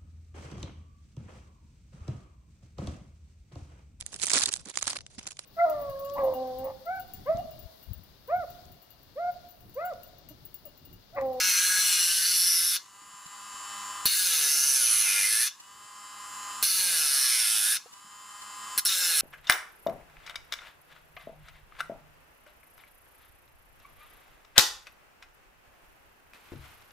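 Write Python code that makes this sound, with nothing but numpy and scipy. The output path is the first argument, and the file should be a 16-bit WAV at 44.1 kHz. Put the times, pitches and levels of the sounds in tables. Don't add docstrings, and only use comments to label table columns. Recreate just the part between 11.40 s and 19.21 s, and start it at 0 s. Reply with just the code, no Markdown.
import sys
import numpy as np
from scipy import signal
from scipy.fft import rfft, irfft
from scipy.io import wavfile
from scipy.ndimage import uniform_filter1d, map_coordinates

SR = 44100
rng = np.random.default_rng(int(sys.argv[2]) if len(sys.argv) > 2 else 0)


def transcribe(signal):
    frames = np.atleast_2d(signal).T
    limited = np.clip(frames, -1, 1)
    pcm = np.round(limited * 32767).astype(np.int16)
    wavfile.write(sys.argv[1], SR, pcm)


def natural_amplitude(level_db):
    exponent = np.asarray(level_db, float) / 20
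    return 10 ** exponent


N = 344421

# f/Hz, density/dB per Hz
WORKSHOP = [(15, -47), (25, -13), (167, -10), (194, -19), (233, -6), (295, -6), (700, -13), (910, -42),
            (1540, -120)]
WORKSHOP_DB = -70.5
# f/Hz, level/dB
MAINS = [(100, -67.5), (200, -68), (300, -64.5)]
# t/s, level/dB
RUBBING = [
    (0, -50),
    (.4, -48.5),
    (.62, -57.5),
    (.7, -65),
    (7.81, -65),
]
# t/s, peak level/dB, f/Hz, share in opposite phase at the ports/1
KNOCKS = [(.009, -44, 554, 0.071), (0.073, -55, 263, 1), (.084, -53, 297, .9), (.17, -56, 400, 0.92),
          (0.194, -52, 330, 0.94), (0.297, -58.5, 430, 0.8), (.378, -55, 454, .8), (0.388, -49, 490, 0.75),
          (1.619, -55, 302, -0.18), (1.673, -59, 190, 0), (1.74, -56, 170, 0.018), (1.859, -49, 169, -0.11),
          (2.144, -55, 260, 0.43), (2.656, -42, 480, 0.64), (2.656, -42, 190, 0.46),
          (5.225, -50.5, 398, 0.97), (6.459, -45, 487, -0.11), (6.461, -48.5, 750, 0.0098),
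          (6.646, -55.5, 195, -0.14), (6.669, -57, 200, -0.19), (7.382, -49, 293, 1),
          (7.452, -65, 605, 0.56)]

# multiple of shaft speed/1, level/dB
WHINE = [(4, -13), (5, 0), (6, -2), (7, -14), (8, -9), (9, -10), (10, -10), (13, -13.5), (14, -14),
         (15, -5), (17, -13), (19, -14), (20, -17), (22, -16), (23, -10), (25, -13), (26, -14), (27, -16),
         (31, -19), (32, -16), (33, -14), (34, -10), (35, -9), (36, -6), (37, -10), (38, -16), (39, -11),
         (40, -17), (42, -15), (43, -19), (44, -9)]
WHINE_DB, FAINT_DB, TOP_MULTIPLE = -42, -26, 46
COMMUTATOR = (10, 15)
# multiple of shaft speed/1, level/dB
BETWEEN_MULTIPLES = [(5.49, -11), (6.71, -10), (7.7, -16)]
# f/Hz, density/dB per Hz
BRUSHES = [(290, -44), (500, -21), (906, -9), (1030, -2.5), (1480, -10), (1870, -9), (2230, -11),
           (2980, -9.5), (3250, -16.5), (5970, -21), (7310, -22.5), (10500, -33.5), (12700, -35.5),
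           (15300, -24.5), (16000, -53)]
BRUSHES_DB = -47
# f/Hz, width/Hz, level/dB
HOUSING = [(1140, 350, 5.5), (2670, 280, -39.5), (7440, 940, 14), (10100, 430, -25), (10320, 1140, 21.5)]
# f/Hz, width/Hz, change/dB
VENT_SHADOWS = [(5950, 400, -9), (2270, 150, -5), (3650, 200, -4), (9450, 300, -4)]

# touch-down t/s, lift t/s, free speed afterwards/turns per s
PASSES = [
    (0, 1.365, 202.7),
    (2.654, 4.08, 205.7),
    (5.225, 6.367, 205.9),
    (7.376, 7.395, 203),
    (7.45, 7.81, 205),
]
# t/s, speed/turns per s
LOADED_SPEED = [
    [(0, 184.6), (.098, 183.9), (.136, 178.6), (.294, 184.5), (.416, 185.2), (.636, 174.3), (.802, 171.2),
     (.908, 179.3), (1.056, 175.1), (1.128, 169.6), (1.196, 170.1), (1.26, 175.2), (1.322, 172.8),
     (1.36, 178)],
    [(2.752, 194.8), (2.792, 184.6), (2.846, 181.4), (3.05, 141.2), (3.094, 143.4), (3.21, 138.7),
     (3.268, 144), (3.442, 117.3), (3.538, 109.4), (3.62, 106.5), (3.694, 96.8), (3.76, 101.5),
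     (3.822, 97.5), (3.876, 105.2), (3.948, 110), (4.07, 132)],
    [(5.324, 186.2), (5.382, 186.8), (5.496, 174.6), (5.59, 157.4), (5.626, 153.3), (5.692, 140.3),
     (5.794, 137.3), (5.92, 119.3), (6.022, 112.8), (6.074, 106.7), (6.134, 109.1), (6.222, 102.7),
     (6.244, 103.1), (6.36, 128)],
    [(7.46, 200), (7.56, 183.6), (7.68, 173.5), (7.74, 155.8), (7.81, 144.6)],
]
DROOP = [-.2, 2.2, 1.0]
SPIN_UP_S = .08
JUDDER, IDLE_JUDDER = .6, .15
# t/s, lasting/s, multiple of shaft speed/1, level/dB
SHAKES = [(0.84, 0.42, 1, -60), (3.46, 0.13, 1, -58), (3, 0.051, 1, -62), (3.98, 0.06, 1, -60),
          (5.5, 0.17, 1, -60), (3.05, 0.19, 3, -51), (3.07, 0.14, 5, -52), (5.55, 0.16, 3, -52),
          (7.68, 0.12, 3, -50.5), (.2, 0.2, 4, -62), (3.8, .14, 5, -55), (5.55, .09, 4, -52),
          (5.7, .08, 5, -52), (3.5, .12, 7, -59), (3.72, .15, 9, -56), (6.0, .12, 9, -51),
          (3.5, .12, 11, -46), (5.82, .1, 9, -47), (3.17, .12, 9, -46), (7.7, .1, 5, -52),
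          (3.0, .1, 6, -54), (6.15, .1, 8, -55), (3.1, .15, 10, -42), (3.45, .12, 12, -42),
          (3.75, .12, 14, -43), (2.82, .1, 9, -42), (5.65, .12, 10, -43), (6.1, .12, 13, -44)]

# t/s, force as level/dB, flexing of the rail/dB
HAND = [
    [(0.0, -30.5, 2.5), (0.088, -24, -9), (0.95, -22.5, -21), (0.97, -20, -29.5), (1.19, -22.5, -23.5),
     (1.294, -23.5, -27), (1.34, -24, -19.5)],
    [(2.7, -26, -16.5), (2.766, -24, -23), (2.94, -23, -12.5), (3.564, -21.5, -12.5), (3.696, -23, -5.5),
     (4.034, -20.5, -14.5), (4.05, -24.5, -14)],
    [(5.27, -24.5, -20.5), (5.31, -24, -20), (5.334, -24.5, -19.5), (5.892, -22, -9), (6.1, -22.5, -7.5),
     (6.33, -21.5, -13.5), (6.34, -25, -9)],
    [(7.48, -26, -18), (7.492, -31, -0.5), (7.53, -26, -9), (7.572, -25.5, -12.5), (7.74, -23, -9.5),
     (7.81, -20, -14.5)],
]
MEAN_FLEX_DB, MEAN_SPEED = -10, 150
FLUTTER_DB = [1.5, 1.0, 0.5, 0.45, 0.53]
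HARDNESS = [
    0.39,
    1.51,
    1.15,
    1.28,
    0.87,
]
TOUCH_S, LANDING_S = .011, .003
SLIP_S = 0.0077
SLIP_DB = [-5, 2.5, 0, -7, 4]
RING_ON_DB_PER_S = 177
BOUNCE_FALL = 1.7

# f/Hz, width/Hz, level/dB
BENCH = [(330, 1020, -4.5), (562, 580, -6), (903, 48, -6), (1150, 74, -30)]
BENDING = [(1334, 43, -6.5), (1440, 62, -5.5), (1681, 99, -4), (2100, 93, -6.5), (2400, 590, -10),
           (2960, 490, -7)]
RINGING = [(3500, 174, -11), (3704, 155, -9), (4228, 173, -3), (4640, 380, -8), (5490, 740, -8),
           (5910, 93, -4), (6290, 620, -12)]
HISS = [(7230, 200, -8), (8930, 1200, 1.5), (9800, 150, 9), (10260, 860, 6), (10400, 410, 6),
        (11120, 320, -1)]
SIZZLE = [(12950, 410, -3.5), (14740, 930, -10), (16000, 1100, 4.5)]
# level over force/dB, share of flexing/1,
# speed effect/dB per turn/s, touch-down/dB, first fall/dB per s, depth of first fall/dB
GROUPS = [
    (-36, 0.52, 0.0577, 25.5, 400, 7),
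    (-9.5, 0.74, 0.0917, 6.5, 694, 12.5),
    (-3.5, 0.4, 0.0917, 4.5, 599, 13),
    (-3, -0.058, 0.0116, 11.5, 1500, 49),
]
SIZZLE_LAW = (-11, 0.4, 0.1517, 17.5, 1500, 45)
LABOUR_DB, LABOUR_WANDER_DB = -13.5, 7
EASING_DB = .08
RAIL_LOW_HZ = 1357

# t/s, lasting/s, f/Hz, change/dB
PITCH_CHANGES = [(0.08, 0.07, 12100, 6.5), (1.3, 0.03, 5440, 3), (0.16, 0.16, 5930, 6),
                  (0.23, 0.22, 2170, 7.5), (0.27, 0.16, 1580, 10.5), (0.27, 0.25, 7200, -13),
                  (0.92, 0.083, 4560, 2), (0.37, 0.25, 4180, 2), (0.38, 0.39, 7470, 11),
                  (0.64, 0.38, 2900, 9.5), (0.55, 0.078, 2930, 5), (1.1, 0.13, 5870, 7.5),
                  (1.05, 0.17, 5430, 9.5), (1.28, 0.033, 5430, 9.5), (.55, 0.5, 5950, 5),
                  (1.16, 0.09, 2050, 8), (1.16, 0.13, 5180, 8), (1.2, 0.12, 11600, 6.5), (1.29, 0.25, 3500, 4),
                  (2.75, 0.045, 1850, 16.5), (2.77, 0.053, 7500, 6), (2.77, 0.078, 15400, 8),
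                  (2.79, 0.068, 4700, 5.5), (2.83, 0.078, 3540, 6.5), (3.0, 0.085, 3850, 5),
                  (3.0, 0.32, 14400, 8), (3.15, 0.15, 5500, 0.5), (3.32, 0.57, 6140, 10.5),
                  (3.5, 0.14, 3020, 8.5), (3.51, 0.16, 10160, 6.5), (3.72, 0.19, 2395, 14.5),
                  (3.83, 0.1, 2060, 12), (3.88, 0.11, 9000, 3.5), (3.99, 0.18, 1780, 14),
                  (5.34, 0.23, 4420, 5), (5.41, 0.38, 13700, 7), (5.33, .06, 6300, 3), (5.86, 0.39, 5300, 8.5),
                  (5.91, 0.15, 1980, 4), (2.8, 0.1, 2830, 6), (5.96, 0.11, 2280, 14.5), (6.05, 0.64, 9130, 6),
                  (6.13, 0.16, 3550, 7), (6.29, 0.089, 1510, 14), (7.55, 0.11, 12900, 4.5),
                  (7.52, 0.039, 3730, 10.5), (7.66, 0.07, 1425, 8.5), (7.62, 0.055, 1570, 9.5),
                  (7.62, 0.11, 7500, 6), (7.64, 0.052, 5440, 7),
                  (0.99, 0.065, 3930, -8), (0.09, 0.17, 2950, 7), (0.1, 0.082, 10300, -4.5),
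                  (0.19, 0.15, 4660, -18), (0.22, 0.17, 2970, -21), (0.26, 0.11, 5630, -8),
                  (0.32, 0.13, 5120, -11), (0.33, 0.14, 2390, -1), (0.55, 0.2, 6470, -11),
                  (0.84, 0.55, 3780, -2), (1.07, 0.12, 6370, -6), (1.09, 0.22, 8570, -15),
                  (2.8, 0.22, 5640, -18), (2.85, 0.17, 8600, -4), (3.19, 0.13, 3500, -15),
                  (3.22, 0.063, 1830, -19), (3.33, 0.11, 2050, -8), (3.53, 0.1, 3550, -6),
                  (3.72, 0.23, 3920, 2), (3.76, 0.22, 1570, -5), (3.87, 0.21, 7700, -4),
                  (3.95, 0.092, 2870, -11), (5.47, 0.068, 5550, -8), (5.85, 0.14, 2760, -24),
                  (6.13, 0.27, 6050, -4), (6.16, 0.13, 4320, -19), (7.59, 0.12, 2400, -7),
                  (7.61, 0.095, 10100, -6), (7.64, 0.29, 6050, -12), (7.67, 0.14, 4600, -21),
                  (2.77, 0.076, 3360, -14), (5.5, 0.041, 3200, -8), (3.25, .06, 3260, -6),
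                  (7.66, 0.049, 3330, -8), (5.67, 0.03, 1900, -4),
                  (2.67, 0.06, 4460, 8), (5.24, 0.049, 4300, 2.5), (7.38, 0.04, 4600, 5),
                   (2.66, 0.027, 9600, -16), (5.23, .03, 8600, -10), (7.38, 0.032, 8600, -13),
                   (2.7, 0.098, 2600, 0), (5.31, 0.063, 3300, -16), (8.2, 0.041, 3220, -6),
                   (.1, 0.25, 3600, -6.5), (3.2, 0.29, 4200, -6), (3.83, 0.21, 4170, -5),
                   (5.6, 0.2, 4200, -2.5), (1.17, 0.11, 4200, -12), (2.8, 0.067, 1640, 8),
                   (2.8, 0.041, 1420, 6), (3.06, 0.083, 1700, 6.5), (5.75, 0.043, 1670, 5),
                   (0.08, 0.14, 2860, -4), (1.36, 0.05, 3600, 6.5), (4.1, .06, 3550, 13.5),
                   (14, 0.067, 3500, 0), (0.94, .15, 4500, 6), (3.9, 0.083, 4250, -0.5),
                   (7.465, 0.035, 5500, 12.5), (7.6, 0.12, 3700, 6.5), (7.58, .09, 5600, -4),
                   (7.8, .04, 5400, 5), (7.47, .03, 4700, 2), (2.72, 0.084, 3750, 9), (2.72, .07, 4400, 1),
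                   (6.3, 0.055, 3700, 6), (4.6, .06, 890, 13), (7.385, 0.016, 5300, 6),
                  (0.37, 0.063, 2000, 4), (3.32, 0.15, 2450, 6), (6.07, 0.23, 1840, 8.5), (6.16, 0.22, 3180, 8),
                 (1.34, 0.067, 1420, 9), (5.7, 0.19, 1420, 7), (6.13, 0.068, 1420, -21), (5.6, 0.34, 2380, 3),
                 (2.8, 0.064, 2000, -8), (6.8, 0.097, 4040, 9), (0.83, 0.079, 1510, 7.5), (3.9, .12, 4500, 2.5),
                 (5.46, 0.16, 2920, 6.5), (0.54, 0.097, 3500, 4), (7.47, .03, 10500, 6.5)]
CHANGE_SHARPNESS = 22
# f/Hz, width/Hz, change/dB
CANCELLED = [(1850, 90, -6), (2270, 80, -5), (3220, 150, -10), (7100, 300, -8), (8100, 200, -5),
             (9350, 200, -3), (13850, 450, -12)]

# t/s, left minus right level/dB
PLACE = [(0.0, -0.5), (2.17, -0.5), (2.83, -0.5), (3.57, -2.5), (3.83, -1.5), (4.0, -1.5), (4.07, -1),
         (5.2, -1), (6.26, -2.5), (6.37, -1), (7.61, -1), (7.81, -2.5)]
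# f/Hz, left minus right level/dB
LEAN = [(60, -40), (130, 5.5), (290, -4), (640, 0), (1410, 0), (3100, 2), (6820, 0), (15000, -3)]
# f/Hz, level/dB
WIDTH = [(60, -4), (400, -18), (1000, -9), (2000, -19), (4300, -20.5), (5800, -8), (7000, -12), (8000, -8),
         (9000, -11), (15000, -9)]
ROOM_T60_S, ROOM_DB = .13, -17
DUCKED_DB, DUCK_S, RECOVER_DB_PER_S, FULL_DB = -19, 0.018, 16.5, -2.4
TOP_HZ = 15850


def rms_one(x):
    return x / np.sqrt(np.mean(x ** 2) + 1e-20)


def in_time(rows):
    s, *columns = np.transpose(rows)
    return [np.interp(np.arange(N) / SR, s, c) for c in columns]


def at_hz(points, hz):
    table_hz, db = np.array(points).T
    return np.interp(np.log(hz + 1), np.log(table_hz), db)


def drift(rate):
    r = np.exp(-80 * np.pi * rate / SR)
    slow = signal.lfilter([1], [1, -2 * r, r * r], rng.standard_normal(N // 40 + 2002))[2000:]
    return np.interp(np.arange(N) / 40, np.arange(len(slow)), rms_one(slow))


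def resonate(x, hz, width_hz):
    r = np.exp(-np.pi * width_hz / SR)
    zeros = np.array([1, 0, -1]) * (1 - r * r) / 2
    return signal.lfilter(zeros, [1, -2 * r * np.cos(2 * np.pi * hz / SR), r * r], x)


def highpass(x, hz):
    return signal.sosfilt(signal.butter(4, hz, "high", fs=SR, output="sos"), x)


def coloured(spectrum, x=None):
    hz = np.fft.rfftfreq(N, 1 / SR)
    x = rng.standard_normal(N) if x is None else x
    return rms_one(irfft(rfft(x) * natural_amplitude(at_hz(spectrum, hz)), N))


def repeating(turns, memory):
    keep = np.clip(memory, 0, .995)
    fresh = rng.standard_normal((1600, 300))
    rim = signal.lfilter([np.sqrt(1 - keep ** 2)], [1, -keep], fresh, axis=0)
    return rms_one(map_coordinates(rim.ravel(), [turns * 300 + 6000], order=1))


def stand():
    return natural_amplitude(-70.5 + 3.1 * drift(2.2)) * coloured([(20, -13), (120, 0.5), (400, -2.5), (800, -13)])


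def workshop():
    t = np.arange(N) / SR
    hum = sum(natural_amplitude(db) * np.sin(2 * np.pi * hz * t) for hz, db in MAINS)
    return natural_amplitude(WORKSHOP_DB) * (coloured(WORKSHOP) + 1.3 * coloured(WORKSHOP) * [[1], [-1]]) + hum


def rubbing():
    low = coloured([(20, -26), (150, -26), (500, -31), (900, -28.5)]) * natural_amplitude(7.3 * drift(24))
    return natural_amplitude(in_time(RUBBING)[0]) * low * [[1], [-1]]


def knocks():
    out = np.zeros((2, N))
    t = np.arange(4000) / SR
    for s, db, hz, opposite in KNOCKS:
        ring = np.sin(2 * np.pi * hz * t) * natural_amplitude(-60 * t / .05)
        push = 1.8 * opposite * np.exp(-t / .0025)
        knock = natural_amplitude(db) * (ring + push) * (1 - np.exp(-t / 0.000093))
        at = round(s * SR)
        out[:, at:at + len(t)] += knock * [[1 + opposite], [1 - opposite]]
    return out


def shaft():
    t = np.arange(N) / SR
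    long_passes = [p for p in PASSES if p[1] - p[0] > .1]
    rows = [(p[0], q[2] - droop) for p, q, droop in zip(long_passes[1:], long_passes, DROOP)]
    rows += [tuple(row) for table in LOADED_SPEED for row in table]
    speed = in_time(sorted(rows))[0]
    judder = drift(14)
    speed += JUDDER * judder
    for table, (touch, lift, free), (again, *_), droop in zip(LOADED_SPEED, long_passes, long_passes[1:], DROOP):
        s, last = table[-1]
        idle = (t > s) & (t < again)
        since = t[idle] - s
        speed[idle] = free - (free - last) * np.exp(-since / SPIN_UP_S) + IDLE_JUDDER * judder[idle]
        speed[idle] -= droop * (since / (again - s)) ** 3
    return speed


def motor_whine(turns, speed, ripple):
    shaken = turns + 0.0012 * drift(30) + 0.0032 * ripple
    strong = dict(WHINE)
    lines = [(k, strong.get(k, FAINT_DB)) for k in range(1, TOP_MULTIPLE + 1)] + BETWEEN_MULTIPLES
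    start = rng.random(len(lines))
    flutter = [natural_amplitude(1.3 * drift(14)) for k in range(6)]
    coarse = speed[::100]
    singing_db = np.clip(.8 * (190 - coarse), 0, 30)
    slowed_db = np.clip(.5 * (201 - coarse), 0, 20)
    whine = np.zeros(N)
    for k, (multiple, db) in enumerate(lines):
        slid_db = at_hz(BRUSHES, multiple * coarse) - at_hz(BRUSHES, multiple * 205)
        change_db = -singing_db if multiple in COMMUTATOR else np.minimum(slid_db, 0) - slowed_db
        level = np.repeat(natural_amplitude(db + change_db), 100)[:N]
        whine += level * flutter[k % 6] * np.sin(2 * np.pi * (multiple * shaken + start[k]))
    return natural_amplitude(WHINE_DB) * rms_one(whine) * (1 + 0.017 * ripple)


def brush_noise(turns, ripple):
    pulsing = (1 + 0.077 * np.cos(2 * np.pi * turns)) * (1 + 0.023 * ripple)
    fine = highpass(repeating(turns, memory=.97), 3300)
    scrape = .6 * rng.standard_normal(N) + .55 * fine * (1 + .3 * ripple)
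    brushes = pulsing * coloured(BRUSHES, scrape)
    brushes = brushes + sum(natural_amplitude(db) * resonate(brushes, hz, width) for hz, width, db in HOUSING)
    return natural_amplitude(BRUSHES_DB - 1.0) * brushes


def motor(turns, speed):
    ripple = np.cos(2 * np.pi * 100 * np.arange(N) / SR)
    sound = motor_whine(turns, speed, ripple) + brush_noise(turns, ripple)
    for hz, width, db in VENT_SHADOWS:
        sound = sound + (natural_amplitude(db) - 1) * resonate(sound, hz, width)
    return sound


def shakes(turns):
    t = np.arange(N) / SR
    lines = sum(natural_amplitude(db) * np.exp(-((t - s) / lasting) ** 4) * np.sin(2 * np.pi * round(multiple) * turns)
                for s, lasting, multiple, db in SHAKES)
    return natural_amplitude(-5 + 2.5 * drift(9)) * lines


def labour(turns, speed):
    gaining = np.maximum(uniform_filter1d(np.gradient(speed) * SR, size=4000), 0)
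    hum = np.zeros(N)
    for k in range(4, 12):
        swell = natural_amplitude(LABOUR_DB + LABOUR_WANDER_DB * drift(1.3))
        hum += swell * np.sin(2 * np.pi * (k * turns + rng.random()))
    return natural_amplitude(-EASING_DB * gaining) * hum


def contact(speed):
    levels, t = np.zeros((5, N)), np.arange(N) / SR
    force_db, flex_db = in_time(np.concatenate(HAND))
    for k, (db, flex_share, db_per_speed, touch_db, fall_db, knee_db) in enumerate(GROUPS + [SIZZLE_LAW]):
        held_db = force_db + db + flex_share * (flex_db - MEAN_FLEX_DB)
        held_db = held_db + db_per_speed * (speed - MEAN_SPEED) + FLUTTER_DB[k] * drift(1.3)
        for (touch, lift, free), hard in zip(PASSES, HARDNESS):
            on = slice(round(touch * SR), round((lift + .25) * SR))
            since, after = t[on] - touch, np.maximum(t[on] - lift, 0)
            held = np.minimum(np.arange(N)[on], round(lift * SR) - 1)
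            jolt_db = touch_db * hard * np.exp(-since / TOUCH_S)
            slip_db = SLIP_DB[k] * (since > .1) * np.exp(-((t[on] - lift) / SLIP_S) ** 2)
            first_fall_db = np.minimum(fall_db * after, knee_db) * (BOUNCE_FALL if lift - touch < .1 else 1)
            fallen_db = first_fall_db + RING_ON_DB_PER_S * after
            levels[k, on] = natural_amplitude(held_db[held] + jolt_db + slip_db - fallen_db)
            levels[k, on] *= 1 - (touch > 0) * np.exp(-since / LANDING_S)
    return levels


def disc_bite(turns):
    bite_db, t = np.zeros(N), np.arange(N) / SR
    for first, last, free in PASSES:
        on = slice(round(first * SR), round((last + .15) * SR))
        depth_db = 2.2 + 3.5 * (first > 0) * np.exp(-(t[on] - first) / .03)
        bite_db[on] = depth_db * np.cos(2 * np.pi * (turns[on] - turns[on][0] - .4))
    return natural_amplitude(bite_db + 0.55 * np.cos(4 * np.pi * turns + 1.0) + 0.29 * drift(27))


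def body(rim, grit, modes, repeat, wander_db):
    share = np.clip(repeat, 0, 1)
    force = np.sqrt(share) * rim + np.sqrt(1 - share) * grit
    sound = np.zeros(N)
    for k, (hz, width, db) in enumerate(modes):
        waver = natural_amplitude(db + wander_db * drift(3.4))
        sound += (-1) ** k * waver * resonate(force[k % 2], hz, width)
    return sound / np.sqrt(uniform_filter1d(sound ** 2, size=5000) + 1e-12)


def pitch_changes(rail):
    t, out = np.arange(N) / SR, rail.copy()
    for s, lasting, hz, db in PITCH_CHANGES:
        near = slice(max(0, round((s - 2 * lasting) * SR)), round((s + 2 * lasting) * SR))
        bump = np.exp(-((t[near] - s) / lasting) ** 2)
        width = hz / CHANGE_SHARPNESS * (1 if db > 0 else 2)
        out[near] += (natural_amplitude(db * bump) - 1) * resonate(out[near], hz, width)
    for hz, width, db in CANCELLED:
        out += (natural_amplitude(db) - 1) * resonate(out, hz, width)
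    return out


def grinding(turns, speed):
    levels, bite = contact(speed), disc_bite(turns)
    grit = bite * rng.standard_normal((2, N))
    grit = rms_one(grit * natural_amplitude(0.36 * np.minimum(rng.exponential(1, N), 4.0)))
    rim = rms_one(bite * repeating(turns, memory=.935))
    bench = body(rim, grit, BENCH, repeat=.88, wander_db=2.0)
    bending = body(rim, grit, BENDING, repeat=.8, wander_db=1.2)
    ringing = body(rim, grit, RINGING, repeat=0.42, wander_db=1.2)
    hiss = body(rim, grit, HISS, repeat=0.3, wander_db=1.5)
    sizzle = body(rim, grit, SIZZLE, repeat=0.26, wander_db=1.5)
    rail = levels[1] * bending + levels[2] * ringing + levels[3] * hiss + levels[4] * sizzle
    rail = highpass(pitch_changes(natural_amplitude(-1.48) * rail), RAIL_LOW_HZ)
    return rail + natural_amplitude(1.5) * levels[0] * (bench + labour(turns, speed))


def room(x):
    t = np.arange(SR // 3) / SR
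    tails = rng.standard_normal((2, len(t))) * natural_amplitude(-60 * t / ROOM_T60_S) * (t > .0015)
    return signal.fftconvolve(x[None], tails / np.sqrt(np.sum(tails ** 2) / 2), axes=1)[:, :N]


def ports(x):
    hz = np.fft.rfftfreq(N, 1 / SR)
    shared, unequal = rfft(room(x))
    tilt = natural_amplitude(at_hz(LEAN, hz) / 2)
    both = (rfft(x) + natural_amplitude(ROOM_DB) * shared) * [tilt, 1 / tilt]
    return irfft(both + natural_amplitude(at_hz(WIDTH, hz)) * unequal * [[1], [-1]], N)


def recorder_gain():
    gain_db, t = np.full(N, DUCKED_DB * 1.), np.arange(N) / SR
    for touch, lift, free in PASSES:
        a, b = round(touch * SR), round(lift * SR)
        gain_db[a:] = DUCKED_DB + (gain_db[a] - DUCKED_DB) * np.exp(-(t[a:] - touch) / DUCK_S)
        gain_db[b:] = np.minimum(gain_db[b - 1] + RECOVER_DB_PER_S * (t[b:] - lift), FULL_DB)
    return natural_amplitude(gain_db)


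def scene():
    speed = shaft()
    turns = np.cumsum(speed) / SR
    gain = recorder_gain()
    tool = grinding(turns, speed) + gain * motor(turns, speed) + shakes(turns)
    place = in_time(PLACE)[0]
    pan = natural_amplitude((place - place.mean()) / 2 * [[1], [-1]])
    return ports(tool) * pan + knocks() + rubbing() + stand() + gain * workshop()


def band_limit(x):
    return signal.sosfilt(signal.butter(12, 16870, fs=SR, output="sos"), x)


def record(dry):
    cut = signal.sosfilt(signal.cheby2(16, 60, TOP_HZ + 80, fs=SR, output="sos"), dry)
    return band_limit(cut)


dry = scene()
out = record(dry)
transcribe(out)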